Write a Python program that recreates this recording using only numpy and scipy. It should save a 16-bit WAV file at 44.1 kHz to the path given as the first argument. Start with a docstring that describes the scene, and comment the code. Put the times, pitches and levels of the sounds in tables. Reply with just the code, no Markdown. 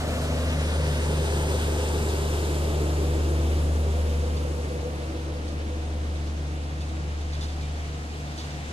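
"""Open country, a few tracks away from a train that rolls slowly past.
To one side its generator car drones as it draws away: sine tones from the engine, fan and blower, and noise
shaped into rumble, roar, ringing casing, hiss and whistles. From the other side come rolling noise, clicks
that ring the wheels, short squeaks and the humming noise of the pushing locomotives.
Two microphone ports a hand apart hear most sources with a small lag between them."""
import sys
import numpy as np
from scipy import signal
from scipy.io import wavfile
from scipy.ndimage import map_coordinates

SR = 44100
rng = np.random.default_rng(int(sys.argv[2]) if len(sys.argv) > 2 else 0)


def to_wav(s):
    """Save 16-bit WAV."""
    ch = np.atleast_2d(s).T  # columns
    pcm = np.round(np.clip(ch, -1, 1) * 32767)  # PCM
    wavfile.write(sys.argv[1], SR, pcm.astype(np.int16))


N = 384552


def seconds():
    """Time of every sample."""
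    return np.arange(N) / SR


def from_db(db):
    """Turn a level in dB into a gain."""
    return np.exp(np.asarray(db) * (np.log(10) / 20))


def rms_one(x):
    """Scale a sound to an average strength (rms) of 1."""
    return x / np.sqrt(np.mean(x ** 2) + 1e-20)


def in_time(rows):
    """Draw straight lines between the rows of a table, for each column after the time."""
    times, *columns = np.transpose(rows)
    return [np.interp(seconds(), times, column) for column in columns]


def at_hz(points, hz):
    """Read a table of frequencies on a logarithmic frequency axis."""
    table_hz, values = np.array(points).T
    return np.interp(np.log(hz), np.log(table_hz), values)


def lobe_db(start, end, db, rise_db, fade_db):
    """A level that holds from start to end and slopes away on both sides, in dB per second."""
    t = seconds()
    return db - rise_db * np.maximum(start - t, 0) - fade_db * np.maximum(t - end, 0)


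def drift(rate):
    """Slow random wandering of spread 1; a higher rate wanders faster."""
    step = 40   # samples between the slow values
    r = np.exp(-2 * step * np.pi * rate / SR)
    noise = rng.standard_normal(N // step + 2002)
    slow = signal.lfilter([1], [1, -2 * r, r * r], noise)[2000:]   # drop the filter's start
    return np.interp(np.arange(N) / step, np.arange(len(slow)), rms_one(slow))


def resonate(x, hz, width_hz):
    """Ring at one frequency, longer when the width is smaller (two-pole resonance)."""
    r = np.exp(-np.pi * width_hz / SR)
    feedback = [1, -2 * r * np.cos(2 * np.pi * hz / SR), r * r]
    return signal.lfilter([(1 - r * r) / 2, 0, (r * r - 1) / 2], feedback, x + 1e-18)


def ports(x, lag, order=3):
    """Hear one source at both ports, the left one late by lag samples."""
    # low sounds and whole-sample lags need no smooth curve between samples, so a lower order will do
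    at = np.arange(N)
    return map_coordinates(x, [[at - lag / 2, at + lag / 2]], order=order)


def field(lag, alike_hz=450, order=3):
    """Noise from one direction, and spread-out noise that is alike at both ports only in the bass."""
    direct = ports(rng.standard_normal(N), lag, order)
    mid, side = rng.standard_normal((2, N))
    side = signal.sosfilt(signal.butter(1, alike_hz, "high", fs=SR, output="sos"), side)
    return direct, rms_one(mid + side * [[1], [-1]])


def banded(spectrum, fields, shares, balance, patchy_db, lost_db=0):
    """Build noise from bands with their own strength, flicker and treble loss; rms near 1 before the loss."""
    low, high = spectrum[0][0], min(spectrum[-1][0], 16000)
    edges = np.geomspace(low, high, round(2.5 * np.log2(high / low)) + 1)   # about 2.5 bands per octave
    out, power, together = 0, 0, drift(11)
    for k, (a, b) in enumerate(zip(edges, edges[1:])):
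        hz = np.sqrt(a * b)
        direct, spread = fields[k % 2]   # neighbouring bands use different noise
        share = np.clip(at_hz(shares, hz), 0, 1)
        white = np.sqrt(share) * direct + np.sqrt(1 - share) * spread
        band = rms_one(signal.sosfilt(signal.butter(2, [a, b], "band", fs=SR, output="sos"), white))
        gain = from_db(at_hz(spectrum, hz)) * np.sqrt(b - a)
        side = from_db(at_hz(balance, hz) / 2 * np.array([[1], [-1]]))
        flicker_db = patchy_db * (0.45 * together + 0.85 * drift(14))
        # the loss grows with frequency
        out = out + gain * side * from_db(flicker_db - lost_db * hz / 10000) * band
        power += gain ** 2
    return out / np.sqrt(power)


HUM_HZ, HUM_WIDTH_HZ = 716, 103
HUM_END_DB, HUM_RISE_DB_PER_S = -47, 1.5   # level at the end, and how it grows until then


def locomotive_hum(lag):
    """The pushing locomotives: noise through one resonance, growing steadily louder."""
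    hum_db = HUM_END_DB - HUM_RISE_DB_PER_S * (N / SR - seconds())
    hum = rms_one(resonate(rng.standard_normal(N), HUM_HZ, HUM_WIDTH_HZ))
    return ports(from_db(hum_db) * hum, lag, order=1)


# how loud the bogies (the wheel frames) roll: (time [s], level [dB])
ROLLING_LEVEL = [(0, -46), (2, -51), (3, -43.5), (4.2, -44.5), (5.5, -44.5), (6.8, -45.5), (7.4, -42.5),
                 (8.1, -43.5), (8.5, -41), (8.72, -40.5)]
# tone colour of the rolling: (frequency [Hz], relative level [dB per Hz])
ROLLING_SPECTRUM = [(60, -12), (100, 11), (200, -10), (300, -3), (520, -9), (1000, -8), (1500, -7),
                    (2000, -6.5), (3000, -10.5), (4200, -11.5), (5500, -18.5), (7000, -7.5), (10000, -51.5),
                    (15700, -63)]
# how much of the rolling comes from one point: (frequency [Hz], share of power [0 to 1])
ROLLING_DIRECT = [(100, 0.4), (700, 1), (2500, 0.48), (4500, 0.32), (9000, 0.088)]
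# balance of the rolling between the ports: (frequency [Hz], left minus right [dB])
ROLLING_BALANCE = [(60, -8), (180, 3), (550, 9.5), (1650, 1), (4970, -4.5), (15000, 16)]


def rolling(lag):
    """Wheels rolling on rails: broad noise in flickering bands, partly from one direction."""
    level_db, = in_time(ROLLING_LEVEL)
    fields = [field(lag, order=0), field(lag, order=0)]
    return from_db(level_db) * banded(ROLLING_SPECTRUM, fields, ROLLING_DIRECT, ROLLING_BALANCE, patchy_db=1.1)


# short squeaks: (time [s], frequency [Hz], level before the soft start and decay [dB])
SQUEAKS = [(2.92, 2400, -48), (6.814, 2580, -40), (7.62, 2390, -38), (7.625, 3100, -41)]


def squeaks():
    """Short sine tones with a soft start, a quick decay and an unsteady pitch."""
    out, waver = 0, drift(60)
    for start, hz, db in SQUEAKS:
        age = np.maximum(seconds() - start, 0)
        shape = (1 - np.exp(-age / 0.015)) * np.exp(-age / 0.02)
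        out = out + from_db(db) * shape * np.sin(2 * np.pi * hz * age + 0.9 * waver)
    return out * from_db([[1.5], [-3]])   # left, right


# wheels over rail joints: (time [s], strength [dB], hold [s], brightness [dB per octave])
JOINTS = [(2.09, -46, .01, 9), (4.368, -48, .01, 0.1), (5.48, -52, .01, 6), (6.158, -49, .01, -9),
          (6.264, -51, .01, 0.1), (6.808, -46, .01, 0), (6.885, -50, .01, -5), (7.208, -50, .01, -1),
          (7.327, -45, 0.02, -1), (7.411, -44, 0.031, 2.5), (7.483, -50.5, .02, 2), (7.612, -50, 0.023, 0),
          (8.379, -43, 0.025, 1), (8.413, -50, .006, -6), (8.444, -53, .01, 5), (8.507, -46, .01, -6),
          (8.548, -59, 0.011, -5)]
# ringing tones of a wheel: (frequency [Hz], relative level [dB], time to fade by 60 dB [s])
WHEEL_TONES = [(2400, -13, .012), (3000, -8, .012), (3490, -1, .014), (3700, -2, .012), (4100, -4, .008),
               (4520, 1, .014), (4930, -6, .01), (5350, -8, .01), (5880, -7, .01), (6420, -9, .01),
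               (7300, -10, .008), (8200, -13, .006), (9300, -16, .005), (10600, -19, .004)]
KNOCK_RISE_S, KNOCK_FADE_S = 0.003, 0.019
KNOCK_LAG = -14   # samples by which left lags right


def clatter():
    """Each rail joint shakes loose a swarm of clicks that rises, holds and fades, and rings the wheel."""
    near = np.arange(-SR // 20, SR // 6)   # samples around a joint
    t, out = near / SR, 0
    pivot_hz = WHEEL_TONES[2][0]   # brightness tilts around this tone
    for hz, tone_db, fade_60_s in WHEEL_TONES:
        swarm = np.zeros(N + SR)
        for start, db, hold, bright_db in JOINTS:
            shape = np.exp(-(np.minimum(t, 0) / KNOCK_RISE_S) ** 2 - np.maximum(t - hold, 0) / KNOCK_FADE_S)
            swarm[int(start * SR) + near] += from_db(db + bright_db * np.log2(hz / pivot_hz)) * shape
        clicks = (rng.random(N) < 2000 / SR) * rng.standard_normal(N)   # about 2000 a second
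        ring = resonate(clicks * swarm[:N], hz, 3 * np.log(10) / np.pi / fade_60_s)
        out = out + from_db(tone_db) * ring * np.sqrt(fade_60_s * SR)
    return ports(out, KNOCK_LAG, order=1) * from_db([[-2.5], [1.5]])   # left, right


# direction of the car as it draws away and the ports turn after the train:
# (time [s], lag of left behind right [samples])
CAR_DIRECTION = [(0, 6.8), (.75, 8.6), (1.25, 9.7), (1.75, 10.1), (2.25, 11.2), (2.75, 11.8), (3.75, 12.6),
                 (5.25, 14), (6.25, 13.6), (7.25, 13), (8.72, 11.5)]
# distance of the car's track, how far past the car is at the start, and its speed
TRACK_M, START_M, SPEED_M_PER_S = 15, 6.5, 4.5


def passing():
    """The car's distance, in doublings of the track's distance, and its lag between the ports."""
    metres = np.hypot(TRACK_M, START_M + SPEED_M_PER_S * seconds())
    return np.log2(metres / TRACK_M), in_time(CAR_DIRECTION)[0]


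# how much of the car's noise comes from one point: (frequency [Hz], share of power [0 to 1])
CAR_DIRECT = [(100, 0.4), (300, 0.48), (700, 0.55), (1400, 0.65), (1900, 0.85), (2400, 0.85), (3300, .75),
              (4400, 0.4), (5500, .35), (7500, 0.45), (14000, 0.5)]
# balance of the car's noise between the ports: (frequency [Hz], left minus right [dB])
CAR_BALANCE = [(60, 1), (180, 2), (550, 1), (1650, -0.5), (4970, 1.5), (15000, 5.5)]


def car_noise(spectrum, fields, patchy_db, lost_db=0):
    """Banded noise with the direction and left-right balance of the generator car."""
    return banded(spectrum, fields, CAR_DIRECT, CAR_BALANCE, patchy_db, lost_db)


# tone colour of the rumble: (frequency [Hz], relative level [dB per Hz])
RUMBLE_SPECTRUM = [(18, -18), (35, -11), (55, -9), (90, 0.5), (125, -1), (190, -2), (260, -1.5)]
RUMBLE_DB, RUMBLE_LOSS_DB = -34.5, 6   # level at the track's distance, loss per doubling of distance


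def rumble(fields, doublings):
    """Low noise that weakens with distance."""
    level_db = RUMBLE_DB - RUMBLE_LOSS_DB * doublings
    return from_db(level_db) * car_noise(RUMBLE_SPECTRUM, fields, patchy_db=0.1)


# how loud the casing roars: (time [s], level [dB])
ROAR_LEVEL = [(0, -34.5), (.7, -37), (1.5, -34.5), (2.3, -35.5), (3.2, -36.5), (4.2, -39.5), (5.2, -41.5),
              (6.5, -44), (8.72, -46.5)]
# tone colour of the roar: (frequency [Hz], relative level [dB per Hz])
ROAR_SPECTRUM = [(230, -4), (350, 5.5), (500, 5.5), (700, 1.5), (1000, -4), (1300, -2), (1700, -22)]


def roar(fields):
    """Casing roar: mid-range noise in gently flickering bands."""
    level_db, = in_time(ROAR_LEVEL)
    return from_db(level_db) * car_noise(ROAR_SPECTRUM, fields, patchy_db=0.6)


# level of the sliding roar: (hold from [s], hold to [s], level [dB], rise [dB per s], fade [dB per s])
SLIDE_LEVEL = (-2.2, 3.5, -37, 12, 7)
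SLIDE_S = 1.2   # time scale of the slide


def sliding_roar(from_hz, to_hz, width_hz, lag):
    """A broad band of roar that slides down and settles: low-passed noise carried up to a moving centre."""
    centre_hz = to_hz + (from_hz - to_hz) * np.exp(-(seconds() / SLIDE_S) ** 1.4)
    phase = 2 * np.pi * np.cumsum(centre_hz) / SR
    low_pass = signal.butter(2, width_hz / 2, fs=SR, output="sos")
    a, b = signal.sosfilt(low_pass, rng.standard_normal((2, 2, N)))
    direct, spread = a * np.cos(phase) + b * np.sin(phase)
    both = ports(direct, lag, order=1) + 0.23 * spread * [[1], [-1]]
    return from_db(lobe_db(*SLIDE_LEVEL)) * rms_one(both)


def beams(table, noise, waver_db, waver_rate):
    """Noise through pairs of equal resonances, each with its own rise, hold and fade."""
    out = 0
    for hz, width_hz, *beam in table:
        ring = rms_one(resonate(resonate(noise, hz, width_hz), hz, width_hz))
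        out = out + from_db(lobe_db(*beam) + waver_db * drift(waver_rate)) * ring
    return out


# casing resonances and when each beams this way: (frequency [Hz], width of each resonance in the pair [Hz],
# from [s], to [s], level [dB], rise [dB per s], fade [dB per s])
CASING_BEAMS = [(308, 35, 2.8, 3.4, -41, 9, 8), (411, 36, 1.05, 1.7, -39, 16, 12),
                (405, 40, 2.25, 2.7, -38, 16, 14), (490, 45, 4.0, 4.75, -39.5, 8, 20),
                (500, 50, 1.2, 1.65, -43, 12, 16), (545, 70, 2.6, 3.8, -43, 10, 6),
                (322, 22, 4.2, 5.4, -48, 6, 14), (320, 26, 6, 7.0, -47, 14, 10),
                (494, 26, 5.2, 6.1, -53, 10, 10), (860, 130, 1.2, 1.9, -48, 12, 10),
                (220, 30, .9, 1.5, -43, 12, 12), (300, 30, 8.35, 8.72, -49, 16, 16)]


def casing(noise):
    """The metal casing, shaken by noise, rings at its own frequencies."""
    return beams(CASING_BEAMS, noise, waver_db=1.0, waver_rate=2.5)


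# hiss of the car: (time [s], level before the treble loss [dB])
HISS_LEVEL = [(0, -39), (.6, -35), (1.2, -37), (1.9, -37.5), (2.4, -39), (3, -42.5), (4, -45), (5, -47),
              (6.5, -47.5), (8.72, -50)]
# tone colour of the hiss: (frequency [Hz], relative level [dB per Hz])
HISS_SPECTRUM = [(1300, 7.5), (2000, 4), (2800, 4.5), (3500, 2), (4200, 0.5), (5200, -1.5), (6000, -2.5),
                 (7000, -2), (7800, -2), (8500, -1), (9300, -4.5), (10000, -4), (12000, -26), (14000, -16),
                 (15700, -28)]
# treble loss of the hiss, rising and falling: (time [s], loss at 10 kHz [dB])
HISS_TREBLE_LOSS = [(0, -1), (.6, 5), (1.3, -1), (2.2, -2.5), (4.4, -1.5), (5.4, 4.5), (7.2, 5), (8.72, 1)]


def hiss(fields):
    """Louvre hiss: high noise whose treble loss rises and falls."""
    (level_db,), (lost_db,) = in_time(HISS_LEVEL), in_time(HISS_TREBLE_LOSS)
    return from_db(level_db) * car_noise(HISS_SPECTRUM, fields, patchy_db=1.0, lost_db=lost_db)


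# breathy whistles and when each is heard: (frequency [Hz], width of each resonance in the pair [Hz],
# from [s], to [s], level [dB], rise [dB per s], fade [dB per s])
WHISTLE_BEAMS = [(8690, 330, .55, .75, -58, 30, 30), (8480, 520, 1.15, 2.3, -57, 22, 12),
                 (6580, 300, 1.35, 1.6, -55, 28, 28), (9580, 330, .45, 1.4, -61, 16, 16),
                 (9400, 650, 2, 2.4, -58.5, 16, 3.5), (10700, 1000, 1.1, 2.6, -57.5, 9, 6)]


def whistles(noise):
    """Breathy whistling: noise through high resonances that come and go."""
    return beams(WHISTLE_BEAMS, noise, waver_db=1.0, waver_rate=3.0) * from_db([[1.5], [-1.5]])


# times when the blower swells: (from [s], to [s], level [dB])
BLOWER_SWELLS = [(0, 0.443, -37.5), (3.2, 4.295, -44)]
BLOWER_RATIO = 3.286   # blower pitch over firing pitch
BLOWER_DB, BLOWER_LOSS_DB = -47, 6   # level at the track's distance, loss per doubling of distance
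BLOWER_FADE_DB_PER_S = 26   # slope on both sides of a swell


def blower(firing, doublings):
    """A sine tied to the firing pitch; the louder of its swells and its fading steady level is heard."""
    fade = BLOWER_FADE_DB_PER_S
    levels = [lobe_db(start, end, db, fade, fade) for start, end, db in BLOWER_SWELLS]
    levels.append(BLOWER_DB - BLOWER_LOSS_DB * doublings)
    return from_db(np.max(levels, axis=0) + 1.5 * drift(5.8)) * np.sin(BLOWER_RATIO * firing)


# weaker engine tones: (order [cycles per crankshaft turn], level [dB], how strongly it follows the roar [dB per dB])
WEAK_ORDERS = [(2, -59, 0.58), (3.5, -67, 1.1), (4, -54.5, 1.94), (8, -58, 0.24), (9, -53, 0.54),
               (11, -52.5, 0.7), (12, -50, 0.96), (13, -57, 0.4), (14, -58.5, 2), (17, -56, 1.0),
               (19, -57, .3), (20, -55, 0.97)]


def weak_orders(firing):
    """Sines at multiples of the crankshaft's turning rate, a third of the firing rate."""
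    roar_db, = in_time(ROAR_LEVEL)
    out = 0
    for order, db, follows in WEAK_ORDERS:
        # ground echoes shift as the car moves
        wander_db = follows * (roar_db - roar_db.mean()) + 2.8 * drift(0.61)
        out = out + from_db(db + wander_db) * np.sin(order / 3 * firing + 2 * np.pi * rng.random())
    return out


# pitches, sinking as the car draws away: (time [s], firing [Hz], fan [Hz])
ENGINE_PITCH = [(0, 76.4, 149.36), (1.26, 75.9, 148.3), (1.9, 75.9, 147.95), (2.6, 75.55, 147.37),
                (3.7, 75.56, 147.45), (4.1, 75.48, 147.0), (4.75, 74.85, 146.33), (5.5, 74.85, 146.33),
                (6.12, 75.01, 146.59), (6.8, 74.75, 146.1), (7.5, 74.91, 146.42), (8.3, 74.76, 146.15),
                (8.72, 74.78, 146.19)]
# firing tone: (time [s], level [dB])
FIRING_LEVEL = [(0, -31), (.5, -25.5), (1.2, -25.5), (2.1, -26.5), (2.9, -25), (3.55, -22.5), (4.2, -24),
                (4.7, -30.5), (5.1, -32), (6.1, -28), (6.7, -31), (7.3, -29), (7.7, -30.5), (8.3, -35.5),
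                (8.72, -35.5)]
# the pair that beats: (time [s], second harmonic level [dB], fan level [dB])
BEATING_LEVELS = [(0, -47, -39), (.75, -38, -35), (1.2, -38, -34), (1.75, -48, -39.5), (2.2, -49, -37),
                  (2.5, -57, -37), (3, -51, -34.5), (3.4, -43, -37), (3.75, -41.5, -42), (4.05, -43, -48),
                  (4.45, -50, -39.5), (4.75, -64, -40), (5.25, -50.5, -43), (5.75, -50, -52),
                  (6.4, -53, -41), (7, -49, -41), (7.75, -44, -47), (8.25, -42, -48), (8.72, -42, -48)]
SIDE_TONES_HZ = 100
# the second harmonic falls back by this much around this time, and the beat with it
SLIP_S, SLIP_TURNS = 2.4, 0.21


def tones(doublings):
    """Six cylinders fire three times a turn; the fan runs just under the second harmonic and beats with it."""
    firing_hz, fan_hz = in_time(ENGINE_PITCH)
    (firing_db,), (second_db, fan_db) = in_time(FIRING_LEVEL), in_time(BEATING_LEVELS)
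    firing, fan = 2 * np.pi * np.cumsum([firing_hz, fan_hz], axis=1) / SR
    middle = 2 * np.pi * SIDE_TONES_HZ * seconds()
    # firing tone with two faint side tones, at 100 Hz minus and plus the firing pitch
    sides = from_db(-19) * np.sin(middle - firing) + from_db(-23) * np.sin(middle + firing)
    firing_and_sides = from_db(firing_db) * (np.sin(firing) + sides)
    slip = 2 * np.pi * SLIP_TURNS / (1 + np.exp((SLIP_S - seconds()) / 0.08))
    second = from_db(second_db) * np.sin(2 * firing - slip)
    fan_tone = from_db(fan_db) * np.sin(fan)
    total = firing_and_sides + second + fan_tone + blower(firing, doublings) + weak_orders(firing)
    return np.sqrt(2) * total   # makes the levels rms levels


ROAR_LAG_SHARE = 0.87   # the low roar comes from a longer stretch of the car, nearer the middle


def generator_car():
    """Engine tones plus rumble, roar, ringing casing, hiss and whistles, moving as one car."""
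    doublings, lag = passing()
    low_lag = ROAR_LAG_SHARE * lag
    high = [field(lag), field(lag)]
    low = [field(low_lag, order=1), field(low_lag, order=1)]
    shake, whine = [direct + 0.35 * spread for direct, spread in (low[0], high[0])]
    # the tones sit nearer the middle
    drone = ports(tones(doublings), 0.48 * lag, order=1) * from_db([[0.25], [-0.25]])
    slide = sliding_roar(639.2, 376, 172, low_lag)
    upper_slide = from_db(-12.5) * sliding_roar(1258, 740, 240, low_lag)   # a fainter band above
    body = rumble(low, doublings) + roar(low) + slide + upper_slide + casing(shake)
    return drone + body + hiss(high) + whistles(whine)


# direction of the bogies and locomotives: (time [s], lag of left behind right [samples])
BOGIE_DIRECTION = [(0, -12), (4.4, -12), (4.6, -10), (6.4, -10), (6.6, -12), (8.72, -13)]


def scene():
    """Bogies and locomotives on one side, the generator car on the other."""
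    lag, = in_time(BOGIE_DIRECTION)
    return locomotive_hum(lag) + rolling(lag) + squeaks() + clatter() + generator_car()


CUTOFF_HZ = 15400


def record(dry):
    """Cut the very top of the treble with a steep low-pass filter."""
    return signal.sosfilt(signal.ellip(10, 0.5, 70, CUTOFF_HZ, fs=SR, output="sos"), dry)


dry = scene()
out = record(dry)
to_wav(out)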